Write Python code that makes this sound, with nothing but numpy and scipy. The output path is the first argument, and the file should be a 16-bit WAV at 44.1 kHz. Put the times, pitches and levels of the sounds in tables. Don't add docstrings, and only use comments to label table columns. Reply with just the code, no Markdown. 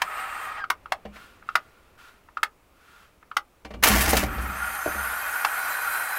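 import sys
import numpy as np
from scipy import signal
from scipy.fft import irfft, next_fast_len
from scipy.io import wavfile
from scipy.ndimage import uniform_filter1d

SR = 44100
rng = np.random.default_rng(int(sys.argv[2]) if len(sys.argv) > 2 else 0)


def generate_wav(sig):
    pcm = np.round(np.clip(np.atleast_2d(sig).T, -1, 1) * 32767).astype(np.int16)
    wavfile.write(sys.argv[1], SR, pcm)


N = 272538
TIME_S = np.arange(N) / SR


def gain_of(db):
    return 10 ** (np.asarray(db) / 20)


def unit_rms(x):
    return x / np.sqrt(np.mean(x ** 2) + 1e-20)


def curve_at(points, hz):
    knots_hz, values = np.transpose(points)
    return np.interp(np.log(hz + 1), np.log(knots_hz + 1), values)


def gate(start_s, end_s, rise_s, fall_s):
    return np.clip((TIME_S - start_s) / rise_s + 1, 0, 1) * np.clip((end_s - TIME_S) / fall_s + 1, 0, 1)


def add(mix, at_s, sound):
    part = mix[max(round(at_s * SR), 0):][:len(sound)]
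    part += sound[:len(part)]


def noise(spectrum, size=N, top_hz=SR):
    n = next_fast_len(size, True)
    hz = np.fft.rfftfreq(n, 1 / SR)
    colour = gain_of(curve_at(spectrum, hz)) / np.hypot(1, (hz / top_hz) ** 2)
    return unit_rms(irfft(colour * np.exp(2j * np.pi * rng.random(len(hz))), n)[:size])


def wander(knots_per_s):
    knots = rng.standard_normal(4096)
    return unit_rms(np.interp(TIME_S * knots_per_s, np.arange(len(knots)), knots))


def resonance(hz, width_hz):
    pole = np.exp(-np.pi * abs(width_hz) / SR)
    i, q = signal.lfilter([1], [1, -2 * pole, pole * pole], rng.standard_normal((2, N)))
    phase = 2 * np.pi * np.cumsum(hz * np.ones(N)) / SR
    return unit_rms(i * np.cos(phase) + q * np.sin(phase))


def bill_fizz(spectrum, flicker_db=2.5):
    bins = signal.stft(noise(spectrum), SR, nperseg=512)[2]
    patches = uniform_filter1d(rng.standard_normal(bins.shape), size=7, axis=0)
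    patches = unit_rms(uniform_filter1d(patches, size=9, axis=1))
    return unit_rms(signal.istft(bins * gain_of(flicker_db * patches), SR, nperseg=512)[1][:N])


# (frequency [Hz], density [dB])
THROAT_SPECTRUM = [(200, -30), (400, -20.5), (780, -5), (980, -4.5), (1200, 1.5), (1620, -2), (1880, -5),
                   (2080, -8), (2450, -10), (3100, -19), (4500, -23.5), (16000, -56)]
# (frequency [Hz], width [Hz], level [dB])
THROAT_FORMANTS = [(799, 105, -17.5), (1650, 130, -16.5), (1899, 95, -15.5), (2153, 160, -20.5),
                   (2484, 99, -19.5), (3137, 160, -27)]

def hiss(row, fizz_spectrum, throat_db, mouth_db, flutter_db, surge_db):
    start_s, end_s, swell_s, effort_db, open_hz, width_hz, fizz_db = row
    slack_db = 5.5 * np.exp(-np.maximum(TIME_S - start_s, 0) / swell_s)
    mouth_hz = open_hz - 35 * slack_db + 28 * wander(25)
    mouth = gain_of(mouth_db - 0.7 * slack_db) * resonance(mouth_hz, width_hz)
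    throat = gain_of(throat_db) * noise(THROAT_SPECTRUM)
    throat += sum(gain_of(db) * resonance(hz, band_hz) for hz, band_hz, db in THROAT_FORMANTS)
    air = (throat + mouth) * gain_of(flutter_db * wander(140))
    level = gain_of(effort_db - slack_db + surge_db * wander(15))
    fall_s, closing_s = 0.04, 0.18
    bill_open = np.clip((end_s + fall_s - TIME_S) / closing_s, 0, 1)
    fizz = bill_open * gain_of(fizz_db - slack_db) * bill_fizz(fizz_spectrum)
    return (air + fizz) * level * gate(start_s, end_s, 0.088, fall_s)


# (start [s], end [s], swell [s], full effort [dB], mouth [Hz], width [Hz], relative fizz [dB])
HISSES = [(0.01, 0.593, 0.0199, -34, 1272, 65, -17.5), (4.28, 6.4, 0.55, -29.5, 1475, 179, -8.5)]
# (frequency [Hz], density [dB])
FIRST_FIZZ_SPECTRUM = [(3000, -29), (5000, -22), (6500, -4), (8700, 6), (11000, -7), (13300, 1.5),
                       (16000, -10)]
SECOND_FIZZ_SPECTRUM = [(3000, -18), (4500, -7), (5300, -9), (9400, -1.5), (10300, -3.5), (11300, -2),
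                        (14200, 2.5), (15100, -11)]

def hisses():
    first = hiss(HISSES[0], FIRST_FIZZ_SPECTRUM, throat_db=-2.5, mouth_db=-4.5,
                 flutter_db=-1.0, surge_db=1.38)
    second = hiss(HISSES[1], SECOND_FIZZ_SPECTRUM, throat_db=-3.5, mouth_db=-2.3,
                  flutter_db=1.0, surge_db=0.4)
    return first + second


# (start [s], end [s], frequency [Hz], width [Hz], level [dB])
WHISTLES = [(0.0, 0.542, 2764, 130, -52.5), (4.53, 5.17, 6280, 243, -52.5), (4.5, 6.3, 9380, 463, -49.5),
            (4.62, 6.34, 11300, 278.6, -47), (4.98, 6.26, 7500, 240.7, -67), (5.5, 6.3, 4020, 110, -51.5)]

def whistles(flicker_db=2.0):
    out = np.zeros(N)
    for start_s, end_s, hz, width_hz, db in WHISTLES:
        envelope = gate(start_s + 0.12, end_s - 0.1, 0.18, 0.11)
        out += gain_of(db + flicker_db * wander(18)) * resonance(hz, width_hz) * envelope
    return out


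# (frequency [Hz], density [dB])
AMBIENT_SPECTRUM = [(20, -2.5), (60, 0), (130, -9.5), (450, -10), (900, -14), (1250, -12.5), (1600, -20),
                    (2500, -19), (3200, -26.5), (16000, -60)]
MIC_SPECTRUM = [(1000, 2.5), (16000, -1)]
# (time [s], level [dB])
AMBIENT_TRIM = [(1.3, 3), (2.5, -2)]

def background(air_db=-59, mic_db=-69.5):
    trim_db = np.interp(TIME_S, *np.transpose(AMBIENT_TRIM))
    return gain_of(air_db + trim_db) * noise(AMBIENT_SPECTRUM) + gain_of(mic_db) * noise(MIC_SPECTRUM)


# (frequency [Hz], density [dB])
CRACK_SPECTRUM = [(150, -32.5), (450, -21.5), (900, -0.5), (1600, -0.5), (2400, -7), (2900, -9.5),
                  (3500, -12.5), (5300, -17), (7500, -24.5), (16000, -26.5)]

def snap(ring_db, mouth_hz, crack_db, crack_peak_s, ring_peak_s=0.0023, overtone_db=-22):
    t = np.arange(2048) / SR
    ring_age, crack_age = t / ring_peak_s, t / crack_peak_s
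    falling_hz = mouth_hz * (1 + 0.056 * np.tanh(1 - ring_age))
    phase = 2 * np.pi * np.cumsum(falling_hz) / SR
    mouth = np.sin(phase) + gain_of(overtone_db) * np.sin(2 * phase)
    mouth *= (ring_age * np.exp(1 - ring_age)) ** 2.45
    crack = noise(CRACK_SPECTRUM, size=len(t), top_hz=36000 * gain_of(crack_db / 2))
    crack *= (crack_age * np.exp(1 - crack_age)) ** 2
    return gain_of(ring_db) * mouth + gain_of(crack_db) * crack


# (time [s], ring [dB], mouth [Hz], crack [dB])
SNAPS = [(0.0173, -20, 1390, -13), (0.7005, -17, 1190, -12.5), (0.92, -16, 773, -18),
         (1.5534, -9.5, 1334, -13.5), (2.4302, -9, 1367, -14), (3.3668, -15.5, 1301, -15),
         (5.447, -22, 1136, -15)]
# (time [s], ring [dB])
CLUCKS = [(0.6395, -19.5), (0.857, -30.5), (1.424, -44), (1.4885, -16.5), (2.286, -41.5), (2.37, -17.5),
          (3.227, -44), (3.3137, -26)]

def snaps_and_clucks():
    out = np.zeros(N)
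    for at_s, ring_db, mouth_hz, crack_db in SNAPS:
        add(out, at_s, snap(ring_db, mouth_hz, crack_db, crack_peak_s=0.003))
    for at_s, ring_db in CLUCKS:
        add(out, at_s, snap(ring_db, mouth_hz=1323, crack_db=-25 + 0.57 * ring_db, crack_peak_s=0.0031))
    return out


# (harmonic [number], level [dB])
SQUEAK_HARMONICS = [(1, -2), (2, 9.5), (3, -19), (4, -15), (6, -20)]

def squeak(start_s=0.605, end_s=0.638, level_db=-34, start_hz=825, sag_hz_per_s=1500, jitter=0.0074):
    hz = start_hz - sag_hz_per_s * (TIME_S - start_s)
    phase = 2 * np.pi * np.cumsum(hz * (1 + jitter * wander(300))) / SR
    tone = sum(gain_of(db) * np.cos(k * phase) for k, db in SQUEAK_HARMONICS)
    return gain_of(level_db) * unit_rms(tone) * gate(start_s, end_s, 0.007, 0.0064)


def ring(modes, t):
    return sum(gain_of(db - 60 * t / t60_s) * np.sin(2 * np.pi * (hz * t + rng.random()))
               for hz, db, t60_s in modes)


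# (time [s], thud [dB], bar clatter [dB], floor drumming [dB], floor sway [dB])
KNOCKS = [(1.051, -31, -40, -35, -50.5), (1.158, -45, -38.5, -57, -70), (3.648, -31.5, -35.5, -43, -48),
          (3.705, -37, -38.5, -39.5, -45), (3.737, -34.5, -37.5, -46, -37.5), (3.836, -34, -5.5, -43, -44),
          (3.915, -34, -20, -32, -40), (3.868, -21.5, -17.5, -33, -40), (3.902, -27, -25, -14.5, -24),
          (3.952, -25, -27, -20.5, -26), (4.076, -21, -24.5, -30, -25), (4.129, -12.5, -29, -32, -29),
          (4.168, -39, -13, -28, -40), (4.229, -21, -27.5, -30, -26.5), (4.381, -32, -34.5, -38, -30),
          (4.859, -17.5, -36, -43, -42.5), (4.949, -30.5, -39, -42, -43)]
# (frequency [Hz], density [dB])
THUD_SPECTRUM = [(80, -9), (200, -11.5), (350, 0.5), (550, 2.5), (780, 2), (1100, -16.5), (8000, -55)]
CLATTER_SPECTRUM = [(200, -30), (1300, 2), (2900, 0.5), (3700, -5), (5800, -6), (8500, -9.5), (16000, -5.5)]
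# (frequency [Hz], level [dB], t60 [s])
BAR_MODES = [(1158, -9, 0.53), (1770, -5.5, 0.088), (2110, -8, 0.11), (2340, -5, 0.32), (2900, -22.5, 0.38),
             (2850, -11, 0.5)]
CAGE_FLOOR_MODES = [(62, -1, 0.99), (204, 0.5, 0.22), (289, -12.5, 0.093)]

def cage_knocks(thud_t60_s=0.075, clatter_t60_s=0.069, bars_db=-14):
    t, out = np.arange(SR // 2) / SR, np.zeros(N)
    for at_s, thud_db, clatter_db, drum_db, _ in KNOCKS:
        hardness = gain_of(clatter_db / 2)
        contact_s = 0.00027 / hardness
        thud = noise(THUD_SPECTRUM, size=len(t)) * gain_of(thud_db - 60 * t / thud_t60_s)
        clatter = noise(CLATTER_SPECTRUM, size=len(t), top_hz=30000 * hardness)
        clatter *= gain_of(-60 * t / clatter_t60_s)
        clatter += gain_of(bars_db) * ring(BAR_MODES, t)
        blow = thud + gain_of(clatter_db) * clatter + gain_of(drum_db) * ring(CAGE_FLOOR_MODES[1:], t)
        add(out, at_s, blow * (1 - np.exp(-t / contact_s)))
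    return out


# (frequency [Hz], density [dB])
SHAKE_SPECTRUM = [(15, -13.5), (32, -12.5), (60, 4.5), (90, -9), (150, -14), (205, -6), (270, -14),
                  (3000, -46), (16000, -75)]

def cage_boom(shake_db=-3, pitch_drift=0.067, build_s=0.004):
    hz, mode_db, t60_s = CAGE_FLOOR_MODES[0]
    power = np.zeros(N)
    for at_s, *_, sway_db in KNOCKS:
        age_s = np.maximum(TIME_S - at_s, 0)
        power += (gain_of(sway_db - 60 * age_s / t60_s) * (1 - np.exp(-age_s / build_s))) ** 2
    phase = 2 * np.pi * np.cumsum(hz * (1 + pitch_drift * wander(8.8))) / SR
    sway = unit_rms(np.sin(phase) * gain_of(2 * wander(7.2)))
    return np.sqrt(power) * (gain_of(mode_db) * sway + gain_of(shake_db) * noise(SHAKE_SPECTRUM))


# (start [s], rise [s], hold [s], level [dB], fade [dB/s])
PUFFS = [(1.116, 0.036, 0.074, -48, 80), (1.44, 0.048, 0.073, -56.5, 28.5), (1.973, 0.02, 0.092, -51, 159),
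         (2.709, 0.21, 0.11, -53, 160.5)]
# (frequency [Hz], density [dB])
PUFF_SPECTRUM = [(400, -22.5), (1400, 5), (2100, -4.5), (2600, -3), (6000, -15), (16000, -20.5)]

def puffs(air_db=-3.5, mouth_db=-8.0):
    level = np.zeros(N)
    for start_s, rise_s, hold_s, db, fade_db_per_s in PUFFS:
        age_s = TIME_S - start_s
        fade_db = fade_db_per_s * np.maximum(age_s - rise_s - hold_s, 0)
        level += np.clip(age_s / rise_s, 0, 1) * gain_of(db - fade_db)
    air = gain_of(air_db) * noise(PUFF_SPECTRUM)
    mouth = gain_of(mouth_db) * resonance(hz=1390, width_hz=190)
    return level * (air + mouth)


# (frequency [Hz], density [dB])
RUB_SPECTRUM = [(100, -6.5), (220, 0), (450, -7.5), (800, -1), (1000, -3.5), (1750, 0.5), (2900, -6.5),
                (3500, -12.5), (6000, -10.5), (9000, -14.5), (14000, -12), (16000, -16.5)]
SWISH_SPECTRUM = [(2000, -6), (7000, -9.5), (11300, -1.5), (16000, -11)]
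# (time [s], Gaussian sigma [s], level [dB])
SWISHES = [(3.888, 0.0081, -17), (4.02, 0.023, -26.5), (4.102, 0.0098, -21), (4.424, 0.011, -43)]

def scuffle(start_s=3.829, end_s=4.19, rub_db=-27, grain_db=2.36):
    burst_db = 8.5 * np.exp(-abs(TIME_S - 3.865) / 0.11)
    rub = gain_of(rub_db + burst_db) * noise(RUB_SPECTRUM) * gate(start_s, end_s, 0.004, 0.089)
    swish_level = sum(gain_of(db) * np.exp(-0.5 * ((TIME_S - at_s) / sigma_s) ** 2)
                      for at_s, sigma_s, db in SWISHES)
    return (rub + swish_level * noise(SWISH_SPECTRUM)) * unit_rms(gain_of(grain_db * wander(420)))


# (delay [s], gain [linear])
ECHOES = [(.0034, 0.1), (.0062, -0.095), (.0088, -0.025)]
# (frequency [Hz], t60 [s])
CORNER_DECAY = [(200, 0.24), (1200, 0.098), (5000, 0.069), (16000, 0.07)]

def brick_corner(sound, tail_db=-9, predelay_s=0.0018):
    hz, t, bins = signal.stft(rng.standard_normal(SR // 3), SR, nperseg=256)
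    decay = gain_of(-60 * t / curve_at(CORNER_DECAY, hz)[:, None])
    tail = signal.istft(bins * decay, SR, nperseg=256)[1]
    tail *= np.clip(np.arange(len(tail)) / SR / predelay_s - 1, 0, 1)
    response = gain_of(tail_db) * tail / np.linalg.norm(tail)
    for delay_s, gain in ECHOES:
        add(response, delay_s, np.array([gain]))
    return sound + signal.fftconvolve(sound, response)[:N]


def scene():
    owl = hisses() + whistles() + puffs() + squeak() + snaps_and_clucks()
    return (brick_corner(owl + scuffle() + cage_knocks()) + cage_boom() + background())[None]


def record(dry, ceiling=0.84, cutoff_hz=15850):
    rounded = ceiling * np.tanh(dry / ceiling)
    lowpass = signal.firwin(511, cutoff_hz, window=("kaiser", 9), fs=SR)
    return signal.oaconvolve(rounded, lowpass[None], "same")


dry = scene()
out = record(dry)
generate_wav(out)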